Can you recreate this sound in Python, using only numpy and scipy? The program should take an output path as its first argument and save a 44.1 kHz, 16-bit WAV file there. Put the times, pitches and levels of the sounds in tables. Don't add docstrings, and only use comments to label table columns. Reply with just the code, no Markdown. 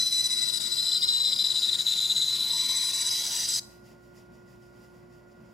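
import sys
import numpy as np
from scipy import signal
from scipy.fft import rfft, irfft, next_fast_len
from scipy.io import wavfile
from scipy.ndimage import uniform_filter1d, map_coordinates

SR = 44100
rng = np.random.default_rng(int(sys.argv[2]) if len(sys.argv) > 2 else 0)


def to_wav(s):
    ch = np.atleast_2d(s).T
    pcm = np.round(np.clip(ch, -1, 1) * 32767)
    wavfile.write(sys.argv[1], SR, pcm.astype(np.int16))


N = 243873
T = np.arange(N) / SR
EXIT_S = 3.596
FLUTTER_HZ, FLUTTER_CREST_S = 16.68, 0.0433

# time in seconds, radians by which left leads
# in the tone, same in the octave, left-right difference in dB of the tone, of the octave, of the rings.
TURN = [(0, 0.6, -0.54, 3, 8, 6.5), (.3, 1.28, -0.34, 2, 6.5, 4.8), (.6, 2, -.2, 12.5, 10.5, 7),
        (.8, 1.04, -.6, 5, 13, 5.7), (1.1, -2, -.4, 4, 8.5, 7.6), (1.5, 0.3, 0, 6, 4.5, 4),
        (2.1, -0.5, 0, 4, 7.5, 1.4), (2.5, 0.3, .4, 3.5, 1.5, .7), (2.8, 0.5, .3, 5, 2, 1.2),
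        (3.1, 0.1, .4, 0.5, 8, 1), (3.6, -0.4, .4, -1, 4.5, 1)]


def amp(db):
    return 10 ** (np.asarray(db) / 20)


def unit(x):
    return x / np.sqrt(np.mean(x ** 2) + 1e-20)


def along(points, hz):
    point_hz, values = np.transpose(points)
    return np.interp(np.log(hz + 1), np.log(point_hz + 1), values)


def spectrum(points):
    return lambda hz: amp(along(points, hz))


def even(value):
    return lambda hz: value + 0 * hz


def peak(f, hz, width_hz):
    return np.abs(f * width_hz / (hz * hz - f * f + 1j * f * width_hz))


def curves(rows):
    seconds, *columns = np.transpose(rows)
    return [np.interp(T, seconds, column) for column in columns]


def wobble(rate_hz):
    knots = rng.standard_normal(int(N * rate_hz / SR) + 4)
    return map_coordinates(knots, [T * rate_hz])


def filtered(x, response):
    size = next_fast_len(N + SR // 4)
    hz = np.fft.rfftfreq(size, 1 / SR)
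    return irfft(rfft(x, size) * response(hz), size)[..., :N]


def pan(lean_db):
    return amp(np.array([lean_db / 2, -lean_db / 2]))


def rush(response, alike):
    def mid_side(hz):
        turn = np.arccos(np.clip(alike(hz), -1, 1)) / 2
        return response(hz) * np.array([np.cos(turn), np.sin(turn)])

    mid, side = filtered(rng.standard_normal((2, N)), mid_side)
    return np.array([mid + side, mid - side]) / np.sqrt(np.mean(mid ** 2))


def fuzzy(turns, fuzz_hz, clean, lead=0):
    blur = wobble(fuzz_hz) + 1j * wobble(fuzz_hz)
    side_phase = .5 * lead * np.array([[1], [-1]])
    return unit(((clean + blur) * np.exp(2j * np.pi * turns + 1j * side_phase)).real)


def patchy(x, patchy_db):
    z = signal.stft(x, nperseg=512)[2]
    field = uniform_filter1d(rng.standard_normal(z.shape[1:]), size=2, axis=0)
    field = uniform_filter1d(field, size=22, axis=1)
    return signal.istft(z * amp(patchy_db * unit(field)), nperseg=512)[1][:, :N]


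def gripped(bite, share):
    gain = amp(share * bite)
    return gain / np.sqrt(np.abs(uniform_filter1d(gain ** 2, size=SR // 4)))


def bite_db():
    # time in seconds, length in ms, depth in dB.
    slips = [(.045, 17, 6), (.099, 25, 12.5), (.225, 14, 10), (.286, 24, 16), (.354, 33, 8.5),
             (.405, 9, 9.5), (.457, 35, 6), (.516, 18, 13.5), (.592, 13, 25.5), (.695, 30, 8.5),
             (.755, 18, 5.5), (.815, 8.3, 7.5), (.907, 8, 9.5), (1, 31.2, 22), (1.063, 18, 20.5),
             (1.117, 24, 5.5), (1.351, 13, 19), (1.376, 13, 21.5), (1.433, 8, 8.5), (1.482, 15, 11.5),
             (1.535, 9, 18.5), (1.605, 19, 8), (1.672, 18.7, 5.5), (1.709, 9, 12.5), (1.77, 20, 15.5),
             (1.84, 36, 18.5), (1.948, 14, 11.5), (1.998, 7, 15.5), (2.073, 9, 12), (2.14, 26, 10),
             (2.193, 13, 6), (2.252, 13, 6), (2.38, 8, 5.5), (2.921, 14, 11), (3.037, 16, 8),
             (3.102, 13, 16.5), (3.231, 12, 9), (3.259, 7, 11), (3.295, 22, 10.5), (3.382, 7.4, 6.5),
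             (3.47, 20, 12)]
    slack_ms, slack_db, slack_scatter_s = 14.8, 3, .008
    drop, regain = 0.462, 0.693
    swings = np.arange(FLUTTER_CREST_S, EXIT_S, 1 / FLUTTER_HZ)
    chance = rng.standard_normal((round(N / SR * 20), 2))
    slack = [(s + slack_scatter_s * a, slack_ms, slack_db * abs(b)) for s, (a, b) in zip(swings, chance)]
    grip_db = np.zeros(N)
    for s, ms, db in slack + slips:
        near = slice(max(round((s - .06) * SR), 0), round((s + .06) * SR))
        late_ms = 1000 * (T[near] - s)
        scale_ms = ms * np.where(late_ms < 0, drop, regain)
        grip_db[near] -= db * np.exp(-np.abs(late_ms / scale_ms) ** 2.9)
    return grip_db


def squeal(bite):
    # time in seconds, level in dB of the tone, of the growl
    levels = [(0, -27, -52.5, -47), (.35, -28.5, -49, -40), (.65, -30.5, -44, -43.5),
              (1.05, -25, -35, -42.5), (1.4, -28, -33.5, -48), (1.8, -30, -33, -50),
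              (2.2, -26.5, -31.5, -43), (2.4, -28.5, -37.5, -50), (2.6, -28.5, -38, -38),
              (3.0, -35, -43.5, -38), (3.2, -36, -46, -45), (3.4, -39, -47, -41.5),
              (3.58, -33.5, -54.5, -33)]
    # time in seconds, mean pitch in Hz, ratio of the pure tone to its blur.
    pitch = [(0, 4010, 3.5), (.4, 3983, 3), (.65, 3966, 1.86), (.8, 4030, 2.55), (1.3, 4010, 3),
             (1.7, 3966, 3), (2.1, 3990, 2.75), (2.5, 4004, 3.1), (2.8, 3984, 4), (3.1, 3963, 4.6),
             (3.6, 4025, 2.6)]
    # frequency in Hz, relative density in dB.
    growl_points = [(1500, -91.5), (2700, -33.5), (3200, -15.5), (3500, -11.5), (3620, 2), (3750, -0.5),
                    (3900, 5.5), (4020, -6), (4200, -6), (4500, -50.5), (6000, -90)]
    tone_db, growl_db, octave_db = curves(levels)
    lead, octave_lead, lean_db, octave_lean_db, _ = curves(TURN)
    pitch_hz, purity = curves(pitch)
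    slack = np.cos(2 * np.pi * FLUTTER_HZ * (T - FLUTTER_CREST_S))
    hz = pitch_hz + 24 * slack + 12 * wobble(45) - .8 * (bite - bite.mean())
    turns = np.cumsum(hz) / SR

    tone = amp(tone_db) * gripped(bite, 0.75) * fuzzy(turns, fuzz_hz=200.9, clean=purity, lead=lead)

    spikes = gripped(1.2 * bite - 1.6 * slack + 4 * np.tanh(wobble(200)), 1)
    growl = amp(growl_db) * spikes * rush(spectrum(growl_points), even(1))

    core = fuzzy(2 * turns - 70 * T, fuzz_hz=218.0, clean=0.35, lead=octave_lead)
    skirt = rush(lambda f: peak(f, 7780, 500) ** 2, even(.4))
    octave_gain = amp(octave_db) * gripped(bite - 1.1 * slack + 1.7 * wobble(45), 1.6)
    octave = octave_gain * (core + 0.72 * skirt)
    return (tone + growl + digs(turns, growl_db)) * pan(lean_db) + octave * pan(octave_lean_db)


def rings(bite):
    # centre in Hz, width in Hz, share of the bite it follows,
    # left-right likeness.
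    resonances = [(4990, 480, 0.24, .93), (5976, 440, 0.97, 1), (8970, 1100, 0.49, .7)]
    # time in seconds, level in dB of each of the three resonances.
    drive = [(0, -40.5, -41, -48.5), (.25, -40, -39, -43), (.6, -36, -52, -48), (1.0, -36.5, -63.5, -50.5),
             (1.35, -38, -56, -52), (1.65, -40.5, -50.5, -47.5), (2.2, -49, -59, -53),
             (2.42, -46.5, -56, -51.5), (2.6, -39, -42.5, -51.5), (3.0, -37.5, -39, -44.5),
             (3.58, -35, -37.5, -44.5)]
    # time in seconds, pitch in Hz, level in dB.
    strip = [(0, 7350, -56.5), (.9, 7210, -50), (1.3, 7480, -47.5), (1.6, 7215, -42), (2, 6970, -44),
             (2.3, 6850, -41.5), (2.6, 6840, -58.5), (3.6, 6720, -42)]
    out = board(bite)
    for (hz, width_hz, share, alike), db in zip(resonances, curves(drive)):
        ring = rush(lambda f: peak(f, hz, width_hz) ** 2, even(alike))
        out += amp(db) * gripped(bite * share + 2.3 * wobble(35), 0.59) * ring
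    strip_hz, strip_db = curves(strip)
    strip_ring = fuzzy(np.cumsum(strip_hz) / SR, fuzz_hz=853, clean=0)
    out += amp(strip_db) * gripped(bite, 0.27) * strip_ring
    return patchy(out, patchy_db=2.5) * pan(curves(TURN)[-1])


def board(bite):
    # time in seconds, low band in Hz, its level in dB, upper band in Hz, its level in dB,
    # looseness of the upper band 0-1.
    bands = [(0, 1010, -75.5, 2000, -53.5, 0.2), (.25, 1004, -66.5, 2003, -52, 0.26),
             (.8, 1004, -68, 1973, -61, 0), (1.3, 992, -61.5, 2005, -59.5, .6),
             (1.9, 985, -67.5, 2046, -58.5, .8), (2.4, 988, -59, 2102, -60, 0.89),
             (2.62, 1021, -55.5, 2107, -48.5, 0.8), (3.1, 995, -56.5, 2086, -54.5, 0.9),
             (3.42, 886, -59, 2000, -52.5, 0.85), (3.6, 857, -76, 1975, -55, 0.96)]
    low_hz, low_db, upper_hz, upper_db, loose = curves(bands)
    low = fuzzy(np.cumsum(low_hz) / SR, fuzz_hz=242.6, clean=0, lead=-.6)
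    low_gain = amp(low_db) * gripped(0.16 * bite + 2.2 * wobble(25), 0.82)
    turns = np.cumsum(upper_hz) / SR
    tight_band = fuzzy(turns, fuzz_hz=199.6, clean=0)
    loose_band = fuzzy(turns, fuzz_hz=567.0, clean=0)
    upper = (1 - loose) * tight_band + loose * loose_band
    upper_gain = amp(upper_db) * gripped(0.58 * bite + 1.8 * wobble(25.06), 0.91)
    return low_gain * low + upper_gain * upper


def chips(bite):
    # frequency in Hz, relative density in dB.
    rasp_points = [(60, -91.5), (300, -29.5), (650, -7), (1300, -9), (2700, 0.5), (3300, 7.5), (4400, 9),
                   (6600, 2), (8600, 2.5), (11000, 0), (12300, 2), (12800, -6), (14500, -5.5), (15900, -14)]
    # pitch in Hz, relative level in dB, blur in Hz, start in seconds.
    whistles = [(10428, 0, 30, -1), (10556, -9, 40, 2.7), (9920, -3, 150, 2.9), (14400, -7, 120, 3.1)]
    # time in seconds, level of the whistles in dB.
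    whistling = [(0, -59), (.2, -53), (.6, -54.5), (.8, -70.5), (1.2, -61.5), (1.6, -68.5), (2.2, -53),
                 (2.4, -54), (2.8, -51.5), (3.3, -50), (3.58, -58)]
    rasp_db = -42.5 + 2.5 * np.maximum(T - 1.61, 0)
    rasp = rush(spectrum(rasp_points), lambda f: np.interp(f, [7000, 10000, 12000], [.7, .5, .97]))
    rasp_gain = amp(rasp_db) * gripped(0.48 * bite + 1.1 * wobble(12) + 2.1 * wobble(300), 0.41)
    out = rasp_gain * patchy(rasp, patchy_db=3.5)
    whistle_db, = curves(whistling)
    for hz, db, blur_hz, start_s in whistles:
        fade_in = np.clip((T - start_s) / 0.23, 0, 1)
        out += amp(whistle_db + db) * fade_in * fuzzy(hz * T, fuzz_hz=blur_hz, clean=1.2, lead=-0.55)
    return out


def motor(in_wood):
    hum_hz = [58.8, 120.2, 356.7, 570, 713.4, 1070.1, 1107.6, 1167.8, 1426.8, 1783.5]
    # level in dB, left-right difference in dB, radians by which left leads,
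    # waver in dB, rise under load in dB.
    hum = [(-69, 0.2, -0.1, 2.5, 1), (-64.5, 2, 0.5, 2, 0.5), (-57.5, -5, -1.5, 1.4, -0.45),
           (-73, -2.5, 1.1, 5, -1.5), (-70, -2, 1.5, 1, 1), (-76, -5, 2.9, 2.5, 0),
           (-83, -3.5, 2.3, -0.5, 5), (-79.5, -2.5, 2.4, 1, 6.5), (-65.5, -5, -1.5, 2.5, 5),
           (-87, 1.5, -0.5, -1, 0.5)]
    # frequency in Hz, relative density in dB.
    rumble_points = [(20, -36.5), (45, -8.5), (75, -9.5), (130, -1), (230, 2), (270, -7), (420, -12),
                     (580, -8), (700, -13), (800, -17), (880, -13), (1080, -13), (1250, -24.5), (1400, -16),
                     (1520, -19.5), (1850, -30.5), (1935, -14.5), (2020, -22), (3000, -31.5), (4500, -38),
                     (8000, -85.5)]
    # frequency in Hz, left-right likeness of the rumble.
    alike_points = [(30, .997), (60, .995), (130, .93), (220, .85), (290, .6), (640, .62), (1400, .5),
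                    (2500, .65)]
    # frequency in Hz, left-right difference of the rumble in dB.
    lean_points = [(30, 0), (60, 0), (90, 1), (130, 4), (250, 0), (600, -2.5), (1300, -3), (2400, 1.5)]
    rumble_db = -57.0 + 1.1 * wobble(11) + 1.1 * in_wood
    out = amp(rumble_db) * rush(spectrum(rumble_points), lambda f: along(alike_points, f))
    out = filtered(out, lambda f: pan(along(lean_points, f)))
    for hz, (db, lean_db, lead, waver_db, load_db) in zip(hum_hz, hum):
        angle = 2 * np.pi * hz * T + 0.56 * wobble(6.9) + rng.uniform(0, 2 * np.pi)
        sides = np.sin(angle + np.array([[lead / 2], [-lead / 2]]))
        level_db = db + waver_db * np.tanh(wobble(12) + 1.8 * wobble(30)) + load_db * in_wood
        out += np.sqrt(2) * amp(level_db) * pan(lean_db)[:, None] * sides
    return out


def guides():
    # centre in Hz, width in Hz, relative level in dB.
    block_rings = [(1935, 83, 6), (4870, 350, 0.3), (5590, 160, -2), (7000, 380, -4.5)]
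    # frequency in Hz, relative density in dB.
    hiss_points = [(300, -90.5), (1500, -28), (2600, 11), (3500, 3), (6000, 1.5), (8400, -1.5),
                   (11000, 1.5), (12500, -2.5), (15000, 0), (15900, -5.5)]
    idle_db, air_db = -78.5, -78.5

    def block_response(f):
        return sum(amp(db) * peak(f, hz, width_hz) ** 1.2 for hz, width_hz, db in block_rings)

    blocks = rush(block_response, even(.75))
    hiss = rush(spectrum(hiss_points), lambda f: np.interp(f, [3000, 14000], [.65, .92]))
    block_gain = (amp(idle_db) + brushing(swing=1, at_db=-74.0)) * amp(1.5 * wobble(60))
    hiss_gain = amp(air_db) + brushing(swing=1.1, at_db=-75)
    return block_gain * blocks + hiss_gain * hiss


def shop(x):
    # frequency in Hz, time to fall 60 dB in seconds.
    decay_points = [(500, 0.72), (2000, .45), (4000, 0.46), (8000, 0.39), (11000, 0.61), (15000, 0.7)]
    hz, t, z = signal.stft(rng.standard_normal((2, SR // 2)), SR, nperseg=256)
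    fall_db = -60 * t / along(decay_points, hz)[:, None]
    tail = signal.istft(z * amp(fall_db), SR, nperseg=256)[1]
    return signal.fftconvolve(x, tail / np.linalg.norm(tail[0]), axes=1)[:, :N]


def digs(turns, growl_db):
    # time in seconds, peak in dB.
    jabs = [(.3048, -25), (.9182, -20.5), (1.0265, -27), (1.0796, -22.5), (1.2483, -18), (1.3889, -22.5),
            (1.4642, -28), (1.5023, -21.5), (1.6445, -19.5), (1.7324, -20.5), (1.8054, -21.5),
            (1.8663, -21.5), (1.921, -19.5), (2.0284, -22.5), (2.109, -22.5), (2.431, -22.5),
            (2.5038, -19.5)]
    dig_hz, spread_hz, rise_s = 3952, 130, .0018
    out, t = np.zeros(N), np.arange(SR // 60) / SR
    moments, sizes = rng.uniform(0, EXIT_S, size=60), rng.standard_normal(size=60)
    small = [(s, growl_db[round(s * SR)] + 9 + 3 * size) for s, size in zip(moments, sizes)]
    swell = (t / rise_s) ** 2 * np.exp(2 - 2 * t / rise_s)
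    for s, db in small + jabs:
        start = round(s * SR)
        hz = dig_hz - spread_hz * abs(rng.normal())
        out[start:][:len(t)] += amp(db) * swell * np.cos(2 * np.pi * (hz * t + turns[start]))
    return out


def brushing(swing, at_db):
    # time in seconds, strength in dB.
    brushes = [(3.719, -65), (3.872, -63.5), (4.04, -71.5), (4.172, -65), (4.35, -72), (4.505, -68.5),
               (4.636, -71), (4.775, -70.5), (4.84, -70), (4.955, -72.5), (5.14, -72.5), (5.31, -79),
               (5.43, -78), (5.53, -73)]
    rise_s, fall_s = .03, .065
    gain = np.zeros(N)
    for s, db in brushes:
        shape = np.exp(-((T - s) / np.where(T < s, rise_s, fall_s)) ** 2)
        gain += amp(at_db + swing * (db + 70)) * shape
    return gain


def scene():
    bite = bite_db()
    in_wood = 1 / (1 + np.exp(np.clip((T - EXIT_S) / .0015, -50, 50)))
    cut = in_wood * (squeal(bite) + rings(bite) + chips(bite))
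    return cut + amp(-15.0) * shop(cut) + motor(in_wood) + guides()


def record(dry):
    return filtered(dry, lambda hz: hz < 15800)


dry = scene()
out = record(dry)
to_wav(out)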